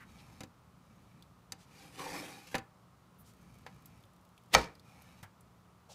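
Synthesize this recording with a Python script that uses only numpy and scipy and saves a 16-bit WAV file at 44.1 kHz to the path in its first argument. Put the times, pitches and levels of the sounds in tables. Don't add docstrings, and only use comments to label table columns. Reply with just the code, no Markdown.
import sys
import numpy as np
from scipy import signal
from scipy.fft import rfft, irfft, next_fast_len
from scipy.io import wavfile
from scipy.ndimage import uniform_filter1d

SR = 44100
rng = np.random.default_rng(int(sys.argv[2]) if len(sys.argv) > 2 else 0)


def inscribe(sig):
    pcm = np.round(np.clip(np.atleast_2d(sig).T, -1, 1) * 32767)
    wavfile.write(sys.argv[1], SR, pcm.astype(np.int16))


N = 262174
TIME_S = np.arange(N) / SR
AGE_S = np.arange(SR // 2) / SR
SEAT_S = 4.548

# frequency in Hz, relative level in dB.
HUM_PARTIALS = [(118.4, -68), (177.6, -66)]
# start and length in seconds, level in dB, centre in Hz, width in octaves.
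BRIEF_RUBS = [(-.02, .075, -56.5, 1560, 0.68), (0.177, 0.042, -61.5, 3250, 0.75),
              (1.575, 0.085, -65.5, 3750, 1.3), (3.178, 0.057, -64.5, 12500, 0.37),
              (3.236, 0.097, -66, 4530, 1.4), (5.887, 0.067, -58.5, 4550, .87),
              (5.885, 0.045, -57, 675, 0.48)]
# start and end in seconds, rumble in dB, skin friction in dB.
HAND_MOVES = [(0.103, 0.385, -60, -65.5), (0.854, 1.217, -63, -76), (1.716, 2.352, -65, -69.5),
              (3.4, 3.98, -60.5, -71.5), (4.884, 5.18, -65, -66)]
# start in seconds, gain in dB, extra thud and click gains in dB.
CARD_KNOCKS = [(0.406, -38.5, -5, -5), (0.434, -44, -3, -2.5), (1.521, -40.5, -11, 6.5),
               (2.544, -23, -13, -35), (2.552, -25, -24, -9.5), (2.581, -35.5, -9.5, -7.5),
               (3.664, -38, -26, -15.5)]
# start in seconds, gain in dB, centre in Hz.
SPRING_TICKS = [(1.2242, -50.5, 3850), (1.9935, -41, 3070), (3.8578, -45.5, 14200), (4.0372, -57.5, 3100),
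                (4.3779, -54, 2930), (4.753, -54, 4300), (4.796, -54, 4240), (5.02, -54, 11490),
                (5.4079, -57, 9400)]
# time in seconds, gain in dB.
SCRAPE_CURVE = [(1.7, -70), (1.83, -58.5), (1.912, -65.5), (1.98, -55), (1.994, -48.5), (2.13, -50),
                (2.142, -46), (2.466, -62), (2.476, -53), (2.5, -61.5), (2.52, -56)]

# frequency in Hz, base width in Hz, relative level in dB.
BOARD_MODES = [(56.5, 12, -1.5), (101, 17, -4), (159.5, 17, -2.5), (219, 12, -4), (276, 20, -11.5),
               (454, 14, -0.5), (526, 17, 0.5), (635, 28, -4.5), (760, 45, -5.5), (843, 22, -5.5),
               (941, 22, 0.5), (1055, 16, -4.5), (1200, 22, -7), (1287, 67, -3), (1299, 37, 0),
               (1433, 36, -7.5), (1530, 31, -9), (1726, 30, -6), (1745, 51, -5.5), (1922, 25, -5.5),
               (2314, 47, 1.5), (2460, 35, -15), (3074, 53, -13), (3860, 70, -8.5), (4430, 76, -9),
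               (5400, 79, -20.5), (5430, 98, -8.5), (6390, 140, -9.5)]
CARD_MODES = [(189, 21, -23), (505, 24, 2), (780, 22, 4.5), (876, 45, -3), (994, 26, -0.5), (1090, 34, -32),
              (1317, 17, -4.5), (1711, 50, -4), (2090, 130, -10), (2574, 44, -6), (2910, 33, -9)]
METAL_MODES = [(1787, 160, -1.5), (3830, 300, -0.5), (4520, 210, 1), (4840, 330, 0), (6130, 140, 0),
               (7100, 190, -4), (11040, 240, -5)]

# frequency in Hz, relative density in dB.
AIR_SPECTRUM = [(25, -35.5), (55, -8.5), (110, -5), (200, -8), (270, -13), (420, -15.5), (750, -16),
                (1270, -13.5), (1550, -23.5), (2500, -27.5), (5000, -32), (15000, -39.5)]
RUMBLE_SPECTRUM = [(25, -29), (60, -2.5), (130, -0.5), (200, -1), (270, -11), (600, -32.5), (2000, -100)]
SKIN_SPECTRUM = [(300, -17), (800, -3), (1400, -8), (2600, -0.5), (4500, -1.5), (6300, -2.5), (9000, -1.5),
                 (12000, -3.5), (16000, -11)]
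KNOCK_SPECTRUM = [(30, -3.5), (110, 1), (300, -7), (520, 5), (850, -3), (1150, -3), (1900, 1), (2800, -3.5),
                  (4200, -10), (9000, -26.5)]
THUD_SPECTRUM = [(25, -36), (70, -4), (130, -6), (290, -3.5), (420, -16.5), (1200, -51)]
CLICK_SPECTRUM = [(1650, -15), (2800, -13.5), (4670, 7), (7600, 7), (10100, 0.5), (11000, -9), (13000, 3),
                  (14900, -12), (16000, -41.5)]
DRONE_SPECTRUM = [(65, -43), (110, -9), (168, 1), (209, -9.5), (301, 2), (342, -6.5), (527, -4.5),
                  (643, -26), (785, 0.5), (980, -14), (1180, -9), (1270, -14.5), (1800, -10), (2340, -16),
                  (3960, -120)]
HISS_SPECTRUM = [(820, -13), (1400, -9), (1550, -16.5), (2400, 4.5), (2690, -4), (4660, -3.5),
                 (8590, -10.5), (10900, -11.5), (14900, -17.5), (15500, -28), (16000, -52)]
CRACKLE_SPECTRUM = [(1200, -23), (2500, -2), (6000, -3), (12000, -1), (16000, -6)]
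RASP_SPECTRUM = [(120, -38.5), (200, -2.5), (1560, -12.5), (1910, -4), (2910, -8), (3250, -3.5),
                 (4200, -9.5), (5330, -13), (7010, -16.5), (14600, -23.5), (16000, -33)]
CRACK_SPECTRUM = [(60, -33.5), (350, -16.5), (650, -5), (1100, 1), (1900, 0), (2800, -8.5), (4000, -9.5),
                  (6400, -12.5), (8200, -18.5), (15000, -34)]
GRIND_SPECTRUM = [(1500, -21), (3000, -1.5), (4700, 0), (6500, -6), (8500, -14.5), (12500, -23.5),
                  (16000, -31)]
BUZZ_SPECTRUM = [(40, -10), (150, 6.5), (320, 2.5), (500, 1.5), (1300, -5), (2400, -3.5), (3000, -13.5),
                 (5000, -16), (7500, -23), (15000, -34)]

# time in seconds, level in dB.
GRIND_CURVE = [(4.55, -42), (4.6, -48), (4.655, -57), (4.74, -102), (4.9, -120)]
# frequency in Hz, T60 in seconds.
ROOM_DECAY = [(100, .3), (500, .24), (2000, .22), (6000, .2), (14000, .13)]
# frequency in Hz, gain in dB.
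ROOM_COLOUR = [(200, 4.5), (1500, 5), (5000, -5.5), (14000, -12.5)]


def amp(db):
    return 10 ** (np.asarray(db) / 20)


def unit(x):
    return x / np.sqrt(np.mean(x ** 2) + 1e-20)


def burst(x):
    return x / np.sqrt(np.sum(x ** 2) / (.005 * SR) + 1e-20)


def along(points, hz):
    points_hz, values = np.transpose(points)
    return np.interp(np.log(hz + 1), np.log(points_hz + 1), values)


def add(track, start_s, x):
    start = round(start_s * SR)
    x = x[max(-start, 0):max(N - start, 0)]
    track[max(start, 0):][:len(x)] += x


def gate(start_s, end_s, rise_s, fall_s):
    return np.clip(np.minimum((TIME_S - start_s) / rise_s, (end_s - TIME_S) / fall_s) + 1, 0, 1)


def attack(tau_s):
    return 1 - np.exp(-AGE_S / tau_s)


def fade(t60_s):
    return np.exp(-np.log(1000) * AGE_S / t60_s)


def filtered(x, response):
    size = next_fast_len(len(x) + SR // 4)
    return irfft(rfft(x, size) * response(np.fft.rfftfreq(size, 1 / SR)), size)[:len(x)]


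def coloured(x, spectrum):
    return unit(filtered(x, lambda hz: amp(along(spectrum, hz))))


def band(centre_hz, octaves):
    noise = rng.standard_normal(len(AGE_S))
    return unit(filtered(noise, lambda hz: 1 / (1 + (np.log2((hz + 1) / centre_hz) / octaves) ** 4)))


def smear(t60_s):
    bins = rfft(rng.standard_normal(len(AGE_S)) * fade(t60_s), SR)
    power = np.abs(uniform_filter1d(np.abs(bins) ** 2, size=120))
    return irfft(bins / np.sqrt(power + 1e-12), SR)[:len(AGE_S)]


def grit(per_s, spread_db):
    slips = (rng.random(N) < per_s / SR) * rng.standard_normal(N)
    return unit(slips * amp(spread_db * rng.standard_normal(N)))


def wandering(x, depth_db):
    bins = signal.stft(x, nperseg=1024)[2]
    drift = uniform_filter1d(rng.standard_normal(bins.shape), size=3, axis=0)
    drift = uniform_filter1d(drift, size=8, axis=1)
    return unit(signal.istft(bins * amp(depth_db * unit(drift)), nperseg=1024)[1][:N])


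def ring(modes, damping, build_cycles):
    hz, width_hz, db = np.transpose(modes)[:, :, None]
    gain = width_hz * amp(db + rng.normal(0, 1, hz.shape))
    envelope = np.exp(-np.pi * damping * width_hz * AGE_S) * attack(build_cycles / hz)
    tones = np.sin(2 * np.pi * (hz * AGE_S + rng.random(hz.shape)))
    return burst(np.sum(gain * envelope * tones, axis=0))


def resonant(x, modes, valley_db):
    def response(f):
        power = sum(amp(db) ** 2 / (1 + (2 * (f - hz) / width_hz) ** 2) for hz, width_hz, db in modes)
        return np.sqrt(power + amp(valley_db) ** 2)
    return unit(filtered(x, response))


def background():
    air = amp(-64.5) * coloured(rng.standard_normal(N), AIR_SPECTRUM)
    hum = sum(amp(db - 4.5) * np.sqrt(2) * np.sin(2 * np.pi * (hz * TIME_S + rng.random()))
              for hz, db in HUM_PARTIALS)
    moving = sum(amp(db) * gate(start_s, end_s, rise_s=.39, fall_s=.13)
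                 for start_s, end_s, db, _ in HAND_MOVES)
    rumble = np.hypot(amp(-74), moving) * coloured(rng.standard_normal(N), RUMBLE_SPECTRUM)
    return air + hum + rumble


def rubs():
    out = np.zeros(N)
    for start_s, length_s, db, hz, octaves in BRIEF_RUBS:
        swell = np.sin(np.pi * np.minimum(AGE_S / length_s, 1))
        catching = amp(2.4 * band(centre_hz=90.5, octaves=5.6))
        add(out, start_s, amp(db) * swell * unit(catching * band(hz, octaves)))
    return out


def skin_friction():
    level = sum(amp(db) * gate(start_s, end_s, rise_s=.072, fall_s=.085)
                for start_s, end_s, _, db in HAND_MOVES)
    creep = coloured(wandering(grit(per_s=4700, spread_db=0), depth_db=2.5), SKIN_SPECTRUM)
    damped = [(hz, 2.5 * width_hz, db) for hz, width_hz, db in BOARD_MODES + CARD_MODES]
    return level * resonant(creep, damped, valley_db=-16.5)


def knocks():
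    out = np.zeros(N)
    for start_s, db, thud_db, click_db in CARD_KNOCKS:
        card = amp(-8) * burst(coloured(smear(t60_s=.057), KNOCK_SPECTRUM))
        card += amp(-8.5) * ring(CARD_MODES, damping=.97, build_cycles=.58)
        thud = amp(1.5) * burst(coloured(smear(t60_s=.1), THUD_SPECTRUM))
        click = amp(-8) * burst(coloured(smear(t60_s=.024), CLICK_SPECTRUM))
        click += amp(-5.5) * ring(METAL_MODES, damping=.37, build_cycles=2.2)
        knock = card + amp(thud_db) * thud + amp(click_db) * click
        add(out, start_s, amp(db) * knock * attack(tau_s=.00052))
    return out


def ticks():
    out = np.zeros(N)
    delay_s, gap_s, loss_db = .036, .029, 4.5
    settling = [(SEAT_S + delay_s + k * gap_s, -36 - k * loss_db, 4500) for k in range(3)]
    for start_s, db, hz in SPRING_TICKS + settling:
        body = amp(-7.5) * burst(band(centre_hz=hz, octaves=.4) * fade(t60_s=.032))
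        edge = amp(-12.5) * burst(band(centre_hz=6500, octaves=1.3) * fade(t60_s=.028))
        add(out, start_s, amp(db) * (body + edge))
    return out


def slide():
    scrape_db = np.interp(TIME_S, *np.transpose(SCRAPE_CURVE))
    firm_db = -50
    drone_db = -48.5 + 1.28 * (scrape_db - firm_db)
    drone = coloured(wandering(grit(per_s=1500, spread_db=-.5), depth_db=3), DRONE_SPECTRUM)
    hiss = coloured(wandering(grit(per_s=9000, spread_db=-.5), depth_db=3.5), HISS_SPECTRUM)
    touching = gate(1.74, 2.55, rise_s=.14, fall_s=.05)
    return touching * (amp(drone_db) * drone + amp(scrape_db - .5) * hiss)


def chatter():
    start_s, length_s = 1.992, .33
    start_hz, width_hz, sag_octaves_per_s, fade_db_per_s = 1100, 150, 3.8, 27
    age_s = np.clip(TIME_S - start_s, 0, length_s)
    hz = start_hz * 2 ** (-sag_octaves_per_s * age_s)
    flutter = unit(filtered(rng.standard_normal(N), lambda f: 1 / (1 + (f / width_hz) ** 2)))
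    tone = unit(flutter * np.sin(2 * np.pi * np.cumsum(hz) / SR))
    gripped = gate(start_s, start_s + length_s, rise_s=.004, fall_s=.016)
    return amp(-49.5 - fade_db_per_s * age_s) * gripped * tone


def strain():
    pressure = gate(3.5, 4.29, rise_s=.45, fall_s=.4)
    crackle = coloured(grit(per_s=61, spread_db=3), CRACKLE_SPECTRUM)
    return amp(-79.5) * pressure * unit(signal.fftconvolve(crackle, smear(t60_s=.02))[:N])


def seating():
    from_peak_s = np.abs(TIME_S - (SEAT_S - .0055))
    speed = np.exp(-from_peak_s / .004) + amp(-26) * np.exp(-from_peak_s / .011)
    out = amp(-21) * speed * coloured(grit(per_s=44000, spread_db=2.5), RASP_SPECTRUM)
    crack = burst(coloured(smear(t60_s=.016), CRACK_SPECTRUM) * attack(tau_s=.0014))
    board = ring(BOARD_MODES, damping=1.1, build_cycles=1.3)
    case_thump = burst(np.sin(2 * np.pi * 57.8 * AGE_S) * fade(t60_s=.16))
    add(out, SEAT_S, amp(-17) * crack + amp(-14) * board + amp(-34.5) * case_thump)
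    board_rebound = burst(band(centre_hz=604, octaves=1.3) * fade(t60_s=.046))
    add(out, SEAT_S + .02, amp(-32.5) * board_rebound)
    loose_parts = coloured(grit(per_s=9900, spread_db=1.5), BUZZ_SPECTRUM)
    buzz = resonant(loose_parts, BOARD_MODES, valley_db=-8)[:len(AGE_S)]
    add(out, SEAT_S + .012, amp(-30.5) * buzz * fade(t60_s=.31))
    return out


def grind():
    level_db = np.interp(TIME_S, *np.transpose(GRIND_CURVE), left=-120)
    return amp(level_db) * coloured(grit(per_s=12000, spread_db=-2), GRIND_SPECTRUM)


def release():
    thud = burst(band(centre_hz=108, octaves=.75) * fade(t60_s=.1))
    brush = burst(band(centre_hz=1166, octaves=1.05) * fade(t60_s=.109) * attack(tau_s=.008))
    peel = burst(band(centre_hz=5000, octaves=1.5) * fade(t60_s=.058) * attack(tau_s=.003))
    out = np.zeros(N)
    add(out, 5.228, amp(-44.5) * thud + amp(-47.5) * brush + amp(-52.5) * peel)
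    return out


def room(x):
    hz, age_s, bins = signal.stft(rng.standard_normal(len(AGE_S)), SR, nperseg=128)
    decay = np.exp(-np.log(1000) * age_s / along(ROOM_DECAY, hz)[:, None])
    tail = signal.istft(bins * decay, SR, nperseg=128)[1][:len(AGE_S)]
    tail *= np.clip((AGE_S - .006) / .012, 0, 1)
    tail = filtered(tail / np.linalg.norm(tail), lambda f: amp(along(ROOM_COLOUR, f)))
    return signal.fftconvolve(x, tail)[:N]


def scene():
    near = rubs() + skin_friction() + knocks() + ticks() + slide() + chatter()
    near += strain() + seating() + grind() + release()
    return (near + amp(-20) * room(near) + background())[None]


def record(dry):
    return np.array([filtered(x, lambda hz: hz < 15600) for x in dry])


dry = scene()
out = record(dry)
inscribe(out)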